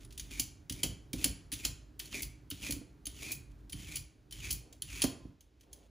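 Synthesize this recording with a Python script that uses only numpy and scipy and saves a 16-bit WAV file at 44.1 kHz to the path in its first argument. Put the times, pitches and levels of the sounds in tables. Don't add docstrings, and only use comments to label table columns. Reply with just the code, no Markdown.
import sys
import numpy as np
from scipy import signal
from scipy.fft import rfft, irfft, next_fast_len
from scipy.io import wavfile
from scipy.ndimage import uniform_filter1d

SR = 44100
rng = np.random.default_rng(int(sys.argv[2]) if len(sys.argv) > 2 else 0)


def digitize_waveform(pressure):
    field = np.atleast_2d(pressure).T
    bounded = np.clip(field, -1, 1)
    quanta = np.round(bounded * 32767).astype(np.int16)
    wavfile.write(sys.argv[1], SR, quanta)


N = 260177
TIME_S = np.arange(N) / SR

# blade lands in seconds, leaves the tip in seconds, share of the way at
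# which it bites (0-1), time constant of the bite in seconds, relative levels in dB of the rasp while skimming,
# the rasp in the cut and the singing of the blade, its pitch in the cut in Hz, relative levels in dB of the
STROKES = [(0.208, 0.394, 0.53, 0.0042, -66, -50.5, -53, 2340, -57.5, -49, -47, -45),
           (0.705, 0.855, 0.24, 0.0088, -69, -57.5, -60.5, 2377, -58.5, -42, -47, -37),
           (1.136, 1.243, 0.42, .01, -60, -50, -55.5, 2530, -50, -41.5, -50, -38),
           (1.526, 1.648, 0.5, 0.011, -57.5, -51.5, -52.5, 2400, -54.5, -47, -51, -38.5),
           (2.0, 2.21, 0.59, 0.008, -58.5, -46, -43, 2346, -48.5, -46.5, -47.5, -41.5),
           (2.509, 2.707, 0.58, 0.011, -58.5, -43.5, -44.5, 2460, -48, -49.5, -47, -39),
           (3.066, 3.328, 0.46, 0.023, -62.5, -48, -47.5, 2445, -50.5, -53, -60, -44.5),
           (3.724, 3.959, 0.54, 0.044, -59, -49, -47, 2430, -54, -41, -39.5, -45.5),
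           (4.324, 4.502, 0.43, 0.044, -61, -45, -46, 2490, -55, -58, -37, -39),
           (4.821, 5.023, 0.3, .012, -65.5, -48, -49.5, 2530, -61, -49, -46, -39.5)]
# start in seconds, relative level in dB, tilt in dB per octave, relative ringing in dB,
# strongest ring in Hz.
CLACKS = [(0.048, -45, 0.5, 4, 10000), (0.1062, -46.5, -3.5, -15, 3350), (0.1238, -42, 0.5, -19, 4500),
          (0.177, -28.5, 1.5, -4.5, 9940), (0.1961, -28.5, 0, 1, 6520), (0.6963, -24.5, -0.5, -7, 3150),
          (0.7222, -27, 2, -3, 6050), (1.1311, -23.5, 0.5, -3.5, 2420), (1.5175, -30, -2, -0.5, 10120),
          (1.5242, -21.5, .5, -14, 9930), (1.535, -27, 0, -3.5, 5835), (1.9927, -23, 10.5, -7.5, 3050),
          (1.9972, -28.5, -3, -4, 3130), (2.0554, -37, 4, 0, 4420), (2.126, -38.5, -8, -1, 3130),
          (2.5023, -24.5, 11, -1, 3070), (2.5107, -29, -2.5, -1, 2960), (3.055, -36, 2, 10.5, 6300),
          (3.0672, -28.5, 0.5, 6.5, 9650), (3.2865, -43, -8.5, -1.5, 2310), (3.696, -36, 2, -11, 10100),
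          (3.7225, -31, 3.5, -4, 10550), (3.7289, -36, -2, 9.5, 9270), (4.309, -37, 1.5, -14.5, 6160),
          (4.3231, -32, 0, 4, 3040), (4.726, -42, 0, 1.5, 7200), (4.82, -28, .5, 8, 10900),
          (5.4069, -48.5, 1, 3, 6600), (5.6086, -50.5, 0.5, -4.5, 6270), (5.7294, -36, 3.5, 1, 6800)]
# start in seconds, relative level in dB,
# tilt in dB per octave, relative ringing in dB, strongest ring in Hz.
FLICKS = [(0.396, -16, 0.5, -11, 9960), (0.832, -15.5, -1, -3, 2830), (1.2422, -13.5, -1, -0.5, 10060),
          (1.6496, -17, -1, -9.5, 3370), (2.2202, -23, 5, -7, 10200), (2.229, -27.5, -1, -18, 7550),
          (2.7073, -20.5, 3, -8.5, 10300), (2.722, -25.5, -1, -5, 6630), (3.318, -19, 4, -19, 10130),
          (3.956, -23, 1.5, -7, 10020), (3.967, -27, -0.5, -21, 9940), (4.5044, -30, -3.5, -4.5, 4200),
          (4.5077, -18.5, 1.5, -9.5, 5580), (4.526, -20, 5, -16.5, 9940), (5.0184, -18, -3, 2, 9850),
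          (5.0236, -22, -2.5, -14.5, 10450), (5.0386, -19, 0.5, -15.5, 7260)]
# nominal pitch in Hz, relative level in dB, t60 in seconds.
PEELER_MODES = [(2400, -6, .025), (3000, -3, .035), (3190, 0, .04), (4140, -5, .03), (4420, -4, .03),
                (4660, -3, .035), (6220, -5, .03), (6660, -5, .025), (7260, -3, .03), (9700, -3, .02),
                (10020, 0, .03), (10340, -2, .025), (11000, -3, .02), (14250, -2, .03)]
# start in seconds, relative level in dB,
# tilt in dB per octave, slap relative to the wood in dB.
KNOCKS = [(0.397, -37, 2, -32), (0.706, -36, -6, -20), (0.835, -33, -9, -4.5), (0.851, -29.5, -9, -6),
          (0.906, -39.5, -16, -13), (1.137, -26.5, -5, -20), (1.246, -29.5, -5, -9.5),
          (1.258, -32.5, -2.5, -6.5), (1.299, -41.5, -9.5, -12.5), (1.527, -36.5, -7.5, -17),
          (1.654, -43, 7, 4.5), (1.687, -52, -6, -6), (2.518, -36, -10, -23), (2.695, -29.5, -2, -14.5),
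          (2.732, -38, -4, -20), (2.764, -36.5, -5.5, -18), (2.813, -41, -2.5, -11.5), (3.071, -45, 1, -13),
          (3.736, -36, -8, -35), (4.509, -47, 2, -15), (5.038, -18, 2.5, -7), (5.082, -40.5, -2.5, -7),
          (5.15, -41, 3.5, -15.5), (5.29, -42, -12, -28), (5.251, -37.5, -3, -30)]
# nominal pitch in Hz, relative level in dB, t60 in seconds.
BOARD_MODES = [(96.9, -8.5, 0.089), (153, -8.5, 0.11), (180.7, -10.5, 0.27), (255.7, 4.5, 0.068),
               (288.5, 7.5, 0.081), (371, -16, 0.18), (480, -8, 0.065), (534, -13.5, 0.055),
               (677, -11, 0.063), (770, -20.5, 0.085), (1028, -23, 0.22), (1181, -21.5, 0.05)]
# time in seconds, relative level in dB.
LEANING = [(0.0, -46.5), (0.1, -50), (0.6, -53.5), (1.4, -50.5), (1.9, -54.5), (2.42, -53.5), (2.95, -53.5),
           (3.3, -49), (3.47, -52.5), (3.6, -50.5), (4.15, -60.5), (4.8, -56.5), (5.15, -51.5), (5.28, -53),
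           (5.42, -78), (5.68, -62), (5.9, -61.5)]
# start in seconds, length in seconds, relative level in dB.
SLIDES = [(4.6, 0.16, -69), (5.63, 0.245, -71)]
# start in seconds, length in seconds, relative level in dB.
RUSTLES = [(0.0, 0.059, -58.5), (0.11, 0.075, -69), (3.5, 0.029, -67.5), (3.575, 0.048, -76.5),
           (5.595, 0.055, -68.5), (5.71, 0.17, -71)]

# frequency in Hz, relative level per Hz in dB.
CLACK_COLOUR = [(300, -33.5), (1100, -18.5), (1800, -9), (2400, -5.5), (3200, -0.5), (3700, -1),
                (4500, -1.5), (7000, -3), (8300, -4.5), (10000, -0.5), (11500, -4), (13000, -8),
                (14400, -6.5), (15800, -1.5)]
FLICK_COLOUR = [(300, -19), (1100, -18.5), (1700, -15), (2400, -2.5), (3200, 0), (3700, -5.5), (4500, 3),
                (5500, -0.5), (7400, 3), (8700, -7), (10000, 4), (12300, -3.5), (14400, 0), (15800, 2.5)]
RASP_COLOUR = [(300, -14.5), (1000, -4), (1600, -0.5), (2300, 5.5), (3300, 6.5), (3900, 2.5), (4500, 3),
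               (5500, 1), (6700, 5), (8500, -1), (10000, 1), (12000, -3), (15500, -5.5)]
RUB_COLOUR = [(120, -31.5), (190, -6), (250, -3.5), (305, 2.5), (345, -9), (400, -5), (480, -20.5),
              (580, -15.5), (800, -20), (1500, -22), (3000, -37)]
SLAP_COLOUR = [(70, -13.5), (150, 2.5), (280, 7), (400, 5), (550, 5.5), (800, -4.5), (1100, -7.5),
               (1600, -8.5), (3000, -20), (8000, -35)]
RUMBLE_COLOUR = [(15, -25), (25, -4), (38, -2.5), (52, 2.5), (70, -7), (134, -8), (200, -22), (260, -46.5),
                 (440, -120)]
SLIDE_COLOUR = [(150, -23), (400, 12.5), (600, 7.5), (1000, 0), (1600, -20), (3000, -11), (8000, -32)]
QUIET_COLOUR = [(20, -28), (35, -4.5), (50, 11), (75, 2.5), (150, -17.5), (300, -14.5), (500, -17),
                (1000, -29.5), (2000, -29), (4000, -30), (8000, -39.5), (15000, -47.5)]

# frequency in Hz, t60 in seconds.
KITCHEN_T60 = [(100, 0.21), (400, 0.47), (1000, 0.64), (3000, 0.41), (7000, 0.37), (10000, 0.31),
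               (15000, 0.2)]
# frequency in Hz, lead in turns.
PORT_LEAD = [(0, 0), (2500, 0), (2950, .05), (3700, .015), (6750, 0), (7400, -.19), (7950, -.26),
             (8520, -.5), (9250, -.86), (9850, -1), (10250, -1.01), (11000, -1.25), (11700, -1.47),
             (12300, -1.52), (13000, -1.74), (13700, -1.99), (14150, -2.02), (15000, -2.28), (15700, -2.5)]
# frequency in Hz, likeness (0-1).
PORT_LIKENESS = [(100, 0.97), (400, 0.86), (1200, 0.19), (2200, 1), (3200, 0.98), (4500, 1), (6700, 1),
                 (8000, 0.4), (8500, 1), (9100, .65), (10000, .995), (11100, 0.82), (12000, 1),
                 (13000, 0.26), (14000, 0.96), (15000, 0.53), (15700, 1)]
# frequency in Hz, left minus right in dB.
PORT_BALANCE = [(40, -.8), (90, -1.5), (150, -2.9), (350, -2.9), (650, -.5), (2000, 0), (16000, 0)]

CLACK_RISE_S, FLICK_RISE_S, KNOCK_RISE_S = 0.0012, 0.001, 0.0035
SKIM_HZ, SKIM_NOTE_DB, SKIM_RUB_DB = 3160, -24, -15.5
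SINK_LAG_S, SINK_S = 0.0074, 0.0053
LAND_SWELL_S, RELEASE_SWELL_S = 0.028, 0.031
LEAN_DB, REST_RUB_DB, RUB_FOLLOWS = -54, -65.5, 0.6
MOVE_FADE_S = 0.011
LOW_CUT_HZ, HIGH_CUT_HZ = 43, 15850


def rasp(rasp_db, sing_db, rub_db, width_hz, judder_db, toughness_db, wander, fade_s):
    out = np.zeros((2, N))
    for start_s, end_s, bite_at, bite_s, skim_db, cut_db, note_db, cut_hz, wood_db, *_ in STROKES:
        length_s = end_s - start_s
        bite_time_s = bite_at * length_s
        t = np.arange(0, length_s + fade_s, 1 / SR)
        skim = 1 - step(t, bite_time_s, bite_s)
        sink = step(t, bite_time_s + SINK_LAG_S, SINK_S)
        note_hz = SKIM_HZ + (cut_hz - SKIM_HZ) * sink
        note_hz = note_hz * (1 + wander * unsteady(len(t), window_samples=400))
        contact = np.clip(np.minimum(t, t[-1] - t) / fade_s, 0, 1)

        judder = judder_db * unsteady(len(t), window_samples=110)
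        toughness = toughness_db * unsteady(len(t), window_samples=700)
        snaps = amp(judder + toughness) * crackle(SR // 2, per_s=9000, spread_db=3)[:, :len(t)]

        hiss_gain = amp(cut_db + (skim_db - cut_db) * skim + rasp_db)
        hiss = hiss_gain * evened(coloured(snaps, RASP_COLOUR))
        singing = resonate(resonate(snaps, note_hz, width_hz), note_hz, width_hz)
        note = amp(note_db + SKIM_NOTE_DB * skim + sing_db) * evened(singing)
        wood_gain = amp(wood_db + SKIM_RUB_DB * skim + rub_db)
        wood = wood_gain * evened(coloured(snaps, RUB_COLOUR))
        add(out, start_s, contact * (hiss + note + wood))
    return out


def blade(rows, colour, rise_s, chatter_s, grain, scatter_db, scatter_s, boost_db):
    out, t = np.zeros((2, N)), np.arange(SR // 10) / SR
    attack = 1 - np.exp(-t / rise_s)
    for start_s, level_db, tilt_db, ring_db, strongest_hz in rows:
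        contact_sizes = np.exp(grain * rng.standard_normal(len(t)))
        contacts = evened(rng.standard_normal((2, len(t))) * contact_sizes)
        scatter = evened(crackle(len(t), per_s=5100, spread_db=-4))
        scatter = amp(scatter_db) * scatter * np.exp(-t / scatter_s)
        burst = attack * (contacts * np.exp(-t / chatter_s) + scatter)
        chatter = coloured(burst, colour, tilt_db, size=1024)
        modes = favoured(PEELER_MODES, strongest_hz, boost_db)
        steel = attack * ring(modes, t, tilt_db, detune=0.012)
        add(out, start_s, amp(level_db) * (chatter + amp(ring_db) * steel))
    return out


def favoured(modes, centre_hz, boost_db):
    hz, db, t60_s = np.transpose(modes)
    nearness = np.exp(-(np.log2(hz / centre_hz) / 0.15) ** 2)
    return np.transpose([hz, db + boost_db * nearness, t60_s])


def knocks(level_db, rise_s, slap_s):
    out, t = np.zeros((2, N)), np.arange(SR // 4) / SR
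    attack = 1 - np.exp(-t / rise_s)
    for start_s, knock_db, tilt_db, slap_db in KNOCKS:
        slap = coloured(rng.standard_normal((2, len(t))) * np.exp(-t / slap_s), SLAP_COLOUR)
        wood = ring(BOARD_MODES, t, tilt_db, detune=0.012)
        add(out, start_s, amp(knock_db + level_db) * attack * (wood + amp(slap_db) * slap))
    return out


def fingers(slide_db, rustle_db):
    peel = evened(coloured(crackle(N, per_s=3900, spread_db=-14.5), RASP_COLOUR))
    slides = amp(slide_db) * moves(SLIDES) * noise(SLIDE_COLOUR)
    return slides + amp(rustle_db) * moves(RUSTLES) * peel


def handling(rumble_db, rub_db):
    lean_db = np.interp(TIME_S, *np.transpose(LEANING))
    push_power = np.zeros(N)
    for start_s, end_s, bite_at, bite_s, *_, land_db, press_db, release_db in STROKES:
        bite_time_s = start_s + bite_at * (end_s - start_s)
        cutting = step(TIME_S, bite_time_s, bite_s) * (1 - step(TIME_S, end_s, bite_s))
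        push_power += (amp(land_db) * swell(start_s, LAND_SWELL_S)) ** 2
        push_power += (amp(press_db) * cutting) ** 2
        push_power += (amp(release_db) * swell(end_s, RELEASE_SWELL_S)) ** 2
    pushes = np.sqrt(push_power)
    rumble_gain = amp(rumble_db) * np.hypot(amp(lean_db), pushes)
    rest_rub = amp(REST_RUB_DB + RUB_FOLLOWS * (lean_db - LEAN_DB))
    rub_gain = np.hypot(rest_rub, amp(rub_db) * pushes)
    return rumble_gain * noise(RUMBLE_COLOUR) + rub_gain * noise(RUB_COLOUR)


def kitchen(x, delay_s, count=3):
    t, out = np.arange(SR // 2) / SR, np.zeros((2, N))
    for k in range(count):
        hz, at_s, bins = signal.stft(rng.standard_normal((2, len(t))) * (t > delay_s), SR, nperseg=256)
        decay = np.exp(-np.log(1000) * at_s / read(KITCHEN_T60, hz)[:, None])
        tail = signal.istft(bins * decay, SR)[1]
        tail = np.float32(tail / np.linalg.norm(tail[0]))
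        share = np.sqrt(2 / count) * np.cos(np.pi * (TIME_S / 2 + k / count))
        out += signal.fftconvolve(np.float32(x * share), tail, axes=1)[:, :N]
    return out


def noise(colour):
    return evened(coloured(rng.standard_normal((2, N)), colour))


def crackle(count, per_s, spread_db):
    size = amp(spread_db * np.minimum(rng.exponential(1, count), 4))
    return size * rng.standard_normal((2, count)) * (rng.random(count) < per_s / SR)


def ring(modes, t, tilt_db, detune):
    hz, db, t60_s = np.transpose(modes)[:, :, None]
    tilt = tilt_db * np.log2(hz / np.median(hz))
    size = amp(db + tilt + rng.standard_normal(hz.shape))
    pitch_hz = hz * (1 + detune * rng.standard_normal(hz.shape))
    phase_turns = rng.random((2, len(hz), 1))
    waves = np.sin(2 * np.pi * (pitch_hz * t + phase_turns))
    decay = np.exp(-np.log(1000) * t / t60_s)
    return (size * decay * waves).sum(1) / np.linalg.norm(size)


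def resonate(x, hz, width_hz):
    turn = np.exp(2j * np.pi * np.cumsum(hz) / SR)
    pole = np.exp(-np.pi * width_hz / SR)
    return (turn * signal.lfilter([1 - pole], [1, -pole], x / turn)).real


def coloured(x, colour, tilt_db=0, size=8192):
    hz = abs(np.fft.fftfreq(size, 1 / SR))
    tilt = tilt_db * np.log2(np.maximum(hz, 1000) / 1000)
    log_gain = np.log(amp(read(colour, hz) + tilt))
    taps = np.fft.ifft(np.exp(np.conj(signal.hilbert(log_gain)))).real[:size // 2]
    return signal.fftconvolve(x, taps[None] / np.linalg.norm(taps), axes=1)[:, :x.shape[1]]


def moves(rows):
    gain = np.zeros(N)
    for start_s, length_s, level_db in rows:
        to_edge_s = np.minimum(TIME_S - start_s, start_s + length_s - TIME_S)
        gain += amp(level_db) * np.clip(to_edge_s / MOVE_FADE_S, 0, 1)
    return gain


def step(t, at_s, width_s):
    return (1 + np.tanh((t - at_s) / (2 * width_s))) / 2


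def swell(start_s, peak_s):
    u = np.maximum(TIME_S - start_s, 0) / peak_s
    return u * np.exp(1 - u)


def unsteady(count, window_samples):
    once = uniform_filter1d(rng.standard_normal(SR // 2), window_samples)
    return evened(uniform_filter1d(once, window_samples))[:count]


def amp(db):
    return 10 ** (np.asarray(db) / 20)


def evened(x):
    return x / np.sqrt(np.mean(x ** 2) + 1e-20)


def read(points, hz):
    table_hz, value = np.transpose(points)
    return np.interp(np.log(hz + 1), np.log(table_hz + 1), value)


def add(mix, start_s, sound):
    part = mix[:, max(round(start_s * SR), 0):][:, :sound.shape[1]]
    part += sound[:, :part.shape[1]]


def scene():
    strokes = rasp(rasp_db=0.34, sing_db=-4, rub_db=-2, width_hz=410,
                   judder_db=-0.9, toughness_db=2, wander=0.014, fade_s=0.0129)
    clacks = amp(-4) * blade(CLACKS, CLACK_COLOUR, CLACK_RISE_S, chatter_s=0.0055, grain=0.29,
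                             scatter_db=-16, scatter_s=0.035, boost_db=13.5)
    flicks = amp(-2) * blade(FLICKS, FLICK_COLOUR, FLICK_RISE_S, chatter_s=0.0045, grain=0.45,
                             scatter_db=-12, scatter_s=0.022, boost_db=13.5)
    board = knocks(level_db=1, rise_s=KNOCK_RISE_S, slap_s=0.0078) * amp([[0], [-4]])
    hands = handling(rumble_db=-3, rub_db=-19.5) + fingers(slide_db=0.5, rustle_db=-3.5)
    sent = amp(-12.5) * clacks + amp(-11) * flicks + amp(-10.5) * (strokes + board)
    room = kitchen(sent, delay_s=0.0048)
    quiet = amp(-65) * noise(QUIET_COLOUR)
    return strokes + clacks + flicks + board + hands + room + quiet


def record(dry):
    size = next_fast_len(N + SR // 4)
    hz = np.fft.rfftfreq(size, 1 / SR)
    shared, apart = rfft(dry, size)
    likeness = np.clip(read(PORT_LIKENESS, hz), 0, 1)
    spread = np.arccos(likeness) / 2
    balance = amp(read(PORT_BALANCE, hz) / 2)
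    lead = np.exp(2j * np.pi * read(PORT_LEAD, hz))
    left = (np.cos(spread) * shared + np.sin(spread) * apart) * balance * lead
    right = (np.cos(spread) * shared - np.sin(spread) * apart) / balance
    low_cut = hz ** 6 / np.hypot(hz ** 6, LOW_CUT_HZ ** 6)
    ports = irfft(low_cut * np.array([left, right]), size)[:, :N]
    high_cut = signal.firwin(401, HIGH_CUT_HZ, window=("kaiser", 8), fs=SR)
    return signal.oaconvolve(ports, high_cut[None], "same", axes=1)


dry = scene()
out = record(dry)
digitize_waveform(out)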